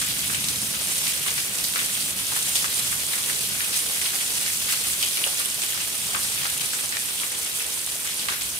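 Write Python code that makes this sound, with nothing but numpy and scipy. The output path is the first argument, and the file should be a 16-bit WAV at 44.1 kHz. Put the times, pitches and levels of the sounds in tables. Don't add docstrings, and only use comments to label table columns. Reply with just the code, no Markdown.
import sys
import numpy as np
from scipy import signal
from scipy.fft import rfft, irfft, next_fast_len
from scipy.io import wavfile
from scipy.ndimage import uniform_filter1d

SR = 44100
rng = np.random.default_rng(int(sys.argv[2]) if len(sys.argv) > 2 else 0)


def gain_from_db(level_db):
    decades = np.asarray(level_db, float) / 20
    return 10 ** decades


def transcribe(signal):
    frames = np.atleast_2d(signal).T
    limited = np.clip(frames, -1, 1)
    pcm = np.round(limited * 32767).astype(np.int16)
    wavfile.write(sys.argv[1], SR, pcm)


N = 378819


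def evened(x):
    return x / np.sqrt(np.mean(x ** 2) + 1e-20)


def read(points, hz):
    f, *columns = np.transpose(points)
    return [np.interp(np.log(hz + 1), np.log(f + 1), column) for column in columns]


def add(mix, s, sound):
    part = mix[:, round(s * SR):][:, :sound.shape[1]]
    part += sound[:, :part.shape[1]]


def coloured(x, points):
    size = next_fast_len(N)
    gain_db = read(points, np.fft.rfftfreq(size, 1 / SR))[0]
    return irfft(rfft(x, size) * gain_from_db(gain_db), size)[:, :N]


def humps(s, rows, rise_s, fall_s):
    return sum(db * np.exp(-abs(s - top) / np.where(s < top, rise_s, fall_s)) for top, db in rows)


def bubble(hz, cycles, rise, turn):
    u = np.arange(int(4 * cycles * SR / hz) + 8) * hz / SR / cycles
    envelope = (1 - np.exp(-12 * u)) * np.exp(-2 * u)
    return envelope * np.sin(2 * np.pi * (cycles * u * (1 + rise * u) + turn))


# frequency in Hz, relative level in dB.
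RUMBLE_TONE = [(18, -52), (30, -37), (41, -13), (59, 1.5), (115, -1), (145, 1.5), (175, -4), (205, -0.5),
               (233, -8.5), (265, -5.5), (400, -22), (520, -77), (880, -120)]
# time of the top in seconds, lift in dB.
RUMBLE_ROLLS = [(0.2, 1.5), (0.43, 5.5), (0.65, 1), (2.2, 4.5), (2.95, 5), (3.5, 3.5), (4.7, 5.5),
                (6.02, 5.5), (6.4, 6.5), (8.45, 6)]


def rumble():
    start_db, end_db, fade_s, deep_db = -44.5, -57.5, 4.5, -61
    roll_s = 0.2
    deep_follows = 0.99
    lumps = uniform_filter1d(rng.standard_normal(N), size=3000)
    lumps = evened(uniform_filter1d(lumps, size=3000))
    s = np.arange(N) / SR
    rolls_db = humps(s, RUMBLE_ROLLS, roll_s, roll_s)
    upper_db = end_db + (start_db - end_db) * np.exp(-s / fade_s) + rolls_db
    noise = coloured(rng.standard_normal((2, N)), RUMBLE_TONE)
    deep = signal.sosfiltfilt(signal.butter(N=2, Wn=85, fs=SR, output="sos"), noise)
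    upper = gain_from_db(upper_db) * evened(noise - deep)
    deep = gain_from_db(deep_db + deep_follows * rolls_db) * evened(deep)
    return gain_from_db(0.66 * lumps) * (upper + deep)


# time in seconds, level in dB (only its swing about the mean is used).
DOWNPOUR = [(0.0, -26.5), (0.81, -27.5), (0.91, -25), (1.6, -27.5), (1.82, -25.5), (2.25, -26), (2.54, -25),
            (3.56, -26.5), (3.76, -25.5), (4.76, -26), (7.13, -28), (7.29, -27.5), (7.8, -28.5),
            (8.59, -28.5)]
# time of the turn in seconds, change in dB.
SPRAY_SURGES = [(1.09, 2), (1.28, 0), (1.51, -3.5), (2.15, -6.5), (2.38, 3.5), (3.3, 3), (3.52, -2),
                (3.62, 2), (3.77, 4), (4.73, 4.5), (4.9, 1.5), (5.24, 2), (5.4, 4), (6.24, 3.5),
                (7.23, 0.5), (7.35, -4)]


def pour_db(s, hz):
    rise_s, fall_s = 0.021, 0.024
    heavy_follows = 1.2
    t, db = np.transpose(DOWNPOUR)
    pour = np.interp(s, t, db - db.mean())
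    spray = pour + humps(s, SPRAY_SURGES, rise_s, fall_s)
    heavy = heavy_follows * pour
    middle = np.clip(np.log(7500 / hz) / 1.8, 0, 1)
    reach = np.clip(np.log(hz / 250) / 2.4, 0, 1)
    return reach * ((1 - middle) * spray + middle * heavy)


def hiss(patchy_db=1.27, flicker_db=0.97):
    hop, window = 128, 512
    frames = N // hop + 5
    hz = np.fft.rfftfreq(window, 1 / SR)[:, None] + 1
    a, b, c, d, patches = rng.standard_normal((frames, 257, 5)).T
    patches = uniform_filter1d(patches, size=30, axis=0)
    patches = evened(uniform_filter1d(patches, size=14, axis=1))
    flicker = evened(uniform_filter1d(rng.standard_normal(frames), size=4))
    level_db = pour_db(np.arange(frames) * hop / SR, hz)
    level_db = level_db + patchy_db * patches + flicker_db * flicker * (hz > 600)
    spectra = np.array([a + 1j * b, c + 1j * d]) * gain_from_db(level_db)
    return evened(signal.istft(spectra, nperseg=window, noverlap=window - hop)[1][:, :N])


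def drops(per_s=2600, spread_db=4.0, cycles=4.4, count=24):
    s, out = np.arange(N) / SR, np.zeros((2, N + 64))
    chance, size, kind = rng.random(N), np.minimum(rng.exponential(1, N), 5), rng.random(N)
    pitches = np.geomspace(600, 15000, count)
    share = np.cumsum(pitches ** .7) / np.sum(pitches ** .7)
    at = np.flatnonzero(chance < per_s / SR)
    which = np.searchsorted(share, kind[at])
    for k, hz in enumerate(pitches):
        train = np.zeros(N)
        mine = at[which == k]
        train[mine] = gain_from_db(spread_db * size[mine] + pour_db(s[mine], hz)) * hz ** 0.78
        for port, (length, turn, lag) in enumerate(rng.random((2, 3))):
            path = round(40 * lag)
            ring = bubble(hz, cycles * (0.41 + length), 0.2, turn)
            out[port, path:path + N] += signal.oaconvolve(train, ring)[:N]
    return evened(out[:, :N])


# frequency in Hz, relative level in dB.
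RAIN_TONE = [(40, -38), (100, -14), (250, -9), (450, -6.5), (750, -8), (1200, -5.5), (1800, -1),
             (3300, 2.5), (4500, 1), (6000, 1.5), (10000, 0), (12500, -3.5), (15600, -5.5), (16100, -53)]


def rain():
    far = gain_from_db(-27.5) * evened(coloured(hiss(), RAIN_TONE))
    close = gain_from_db(-34.0) * evened(coloured(drops(), RAIN_TONE))
    return far + close


def splash(db, hz, t60, luck):
    octaves = 0.44
    t60 = np.clip(t60, .02, .5)
    out = np.zeros((2, round(.6 * SR)))
    for port in range(2):
        for late, spread, turn in luck[port]:
            s = .5 * t60 * late ** 1.7
            step = 2 ** (2.73 * octaves * (spread - .4) + 1.15 * spread ** 4 + 0.12 * late)
            grain = bubble(min(hz * step, 14000), 4.5, .2, turn)
            level = step ** 0.47 * gain_from_db(-60 * s / t60)
            add(out[port:port + 1], s, level * grain[None])
    return gain_from_db(db) * out * np.sqrt(t60 * hz / 500)


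def small_splashes(count=60):
    middle_db, range_db, middle_hz, octaves, t60 = -27, 8, 2400, 1.81, 0.14
    return [(when * N / SR, middle_db + range_db * (size - .5), middle_hz * 2 ** (octaves * (pitch - .5)), t60)
            for when, size, pitch in rng.random((count, 3))]


# start in seconds, relative level in dB, middle bubble pitch in Hz, 60 dB decay time in seconds.
GOUTS = [(0.015, -19, 1610, 0.28), (0.297, -20.5, 1700, 0.35), (0.346, -14, 2200, 0.16),
         (0.44, -17.5, 2580, 0.22), (0.485, -13.5, 4030, 0.13), (0.737, -23, 1380, 0.19),
         (1.066, -17.5, 2350, 0.32), (1.281, -12.5, 2100, 0.07), (1.379, -15, 1860, 0.16),
         (1.262, -19, 1300, 0.08), (1.585, -20, 2870, 0.27), (1.641, -13, 4770, 0.14),
         (1.758, -17, 1600, 0.34), (1.79, -16, 2100, 0.17), (1.813, -23, 2400, 0.16),
         (2.318, -20, 1030, 0.2), (2.361, -19, 1440, 0.14), (2.555, -10.5, 3500, 0.18),
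         (2.643, -13.5, 1420, 0.097), (2.925, -19, 1410, 0.16), (3.133, -18.5, 1700, 0.23),
         (3.297, -15, 1730, 0.057), (3.605, -14.5, 1730, 0.11), (3.731, -21, 1770, 0.12),
         (4.015, -20, 2300, 0.32), (4.055, -20, 2100, 0.23), (4.462, -19, 1940, 0.27),
         (4.686, -17.5, 1710, 0.4), (4.724, -18, 1480, 0.13), (5.027, -12.5, 3300, 0.25),
         (5.171, -15.5, 2240, 0.14), (5.266, -18.5, 623, 0.12), (5.4, -21, 1340, 0.17),
         (5.619, -16.5, 2400, 0.2), (5.803, -24, 2050, 0.16), (6.09, -26, 520, 0.12),
         (6.147, -16.5, 1200, 0.21), (6.226, -29, 4820, 0.22), (6.376, -22, 1690, 0.42),
         (6.453, -14.5, 1430, 0.13), (6.609, -19.5, 2920, 0.35), (6.733, -18, 1550, 0.11),
         (6.837, -23.5, 750, 0.1), (6.923, -20, 2020, 0.33), (6.969, -14, 1730, 0.062),
         (7.231, -23, 1160, 0.097), (7.316, -22, 1670, 0.094), (7.605, -22.5, 1870, 0.36),
         (8.073, -21, 2020, 0.25), (8.194, -21, 3200, 0.33), (8.285, -12, 1360, 0.18),
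         (8.322, -18.5, 1490, 0.22), (8.41, -21, 3600, 0.26)]


def run_off():
    out, rows = np.zeros((2, N)), small_splashes() + GOUTS
    for (s, db, hz, t60), luck in zip(rows, rng.random((len(rows), 2, 50, 3))):
        add(out, s, splash(db, hz, t60, luck))
    return out


def big_drop(db, hz, cycles, turn):
    ring = bubble(hz, cycles, 0.0067, turn)
    out = np.zeros((2, len(ring) + 200))
    add(out, 0, np.array([ring, ring]))
    add(out, .0021, 0.5 * np.array([ring, 0.45 * ring]))
    return gain_from_db(db - 1.0) * out


# start in seconds, relative level in dB, pitch in Hz.
CLOSE_DROPS = [(0.3451, -15, 3300), (0.618, -9, 9270), (0.9814, -7, 8350), (1.0794, -7, 9500),
               (1.2775, -8, 9080), (1.6605, -15, 5500), (2.4678, -7, 8750), (2.555, -18, 3840),
               (3.066, -7, 7780), (3.2884, -14, 9310), (3.6047, -14.5, 3170), (3.743, -11, 5400),
               (4.0616, -9, 3240), (4.462, -10, 4740), (4.8853, -6, 10800), (5.0152, -12, 3200),
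               (5.2403, -1, 2980), (5.3448, -13, 8280), (5.399, -7, 9500), (5.4585, -5, 9960),
               (5.803, -17, 2750), (6.064, -16, 5500), (6.286, -17, 3300), (6.4185, -14, 3270),
               (6.5006, -12, 10100), (6.579, -17, 2800), (6.9693, -15.5, 2070), (7.2, -10.5, 3120),
               (7.8642, -6, 9550), (8.1439, -12, 8890), (8.299, -11, 3540)]


def big_drops():
    out = np.zeros((2, N))
    for (s, db, hz), turn in zip(CLOSE_DROPS, rng.random(len(CLOSE_DROPS))):
        cycles = 4.5 * (hz / 3000) ** -0.25
        add(out, s, big_drop(db, hz, cycles, turn))
    return out


def walls(x, t60=0.3, level_db=-5):
    t = np.arange(round(.5 * SR)) / SR
    sparse = rng.standard_normal((2, len(t))) * (rng.random((2, len(t))) < .08)
    taps = sparse * gain_from_db(-60 * t / t60) * (t > .006)
    return gain_from_db(level_db) * signal.oaconvolve(x, taps / np.linalg.norm(taps[0]), axes=1)[:, :N]


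# frequency in Hz, gain in dB.
CLOSE_TONE = [(300, -9), (900, -3), (2000, 0), (15600, 0), (16100, -40)]


def close_water():
    water = run_off() + big_drops()
    return coloured(water + walls(water), CLOSE_TONE)


def scene():
    return rain() + close_water() + rumble()


# frequency in Hz, left-right likeness from 0 to 1, left lead in radians,
# left-right level difference in dB.
PORT_PAIR = [(45, .76, 0, 2), (90, .86, 0, 1.2), (200, .96, 0, .1), (340, .91, .08, -1),
             (500, .72, .2, -1.5), (750, .38, .6, -1.1), (1050, .15, 1.9, -.5), (1450, .4, 2.7, -.3),
             (1800, .52, 3.1, 1.1), (2100, .2, 3.2, 3.5), (2500, .12, 1.9, .5), (6000, .12, 0, .9),
             (7350, .2, 0, -.5), (7650, .88, 0, -1.5), (8600, .88, 0, -5.8), (10000, .91, 0, -5.6),
             (11000, .91, 0, -2.6), (12200, .9, 0, -1.2), (13000, .72, 0, -.2), (16000, .38, 0, 1.2)]


def ports(dry):
    size = next_fast_len(N)
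    same, lead, balance_db = read(PORT_PAIR, np.fft.rfftfreq(size, 1 / SR))
    same = np.clip(same, 0, 1)
    left, other = rfft(dry, size)
    shared = same * left * (np.cos(lead) - 1j * np.sin(lead))
    right = (shared + np.sqrt(1 - same ** 2) * other) * gain_from_db(-balance_db)
    return irfft(np.array([left, right]), size)[:, :N]


def roll_off(x):
    return signal.sosfilt(signal.butter(12, 16740, fs=SR, output="sos"), x)


def record(dry):
    mix = ports(dry)
    return roll_off(mix)


dry = scene()
out = record(dry)
transcribe(out)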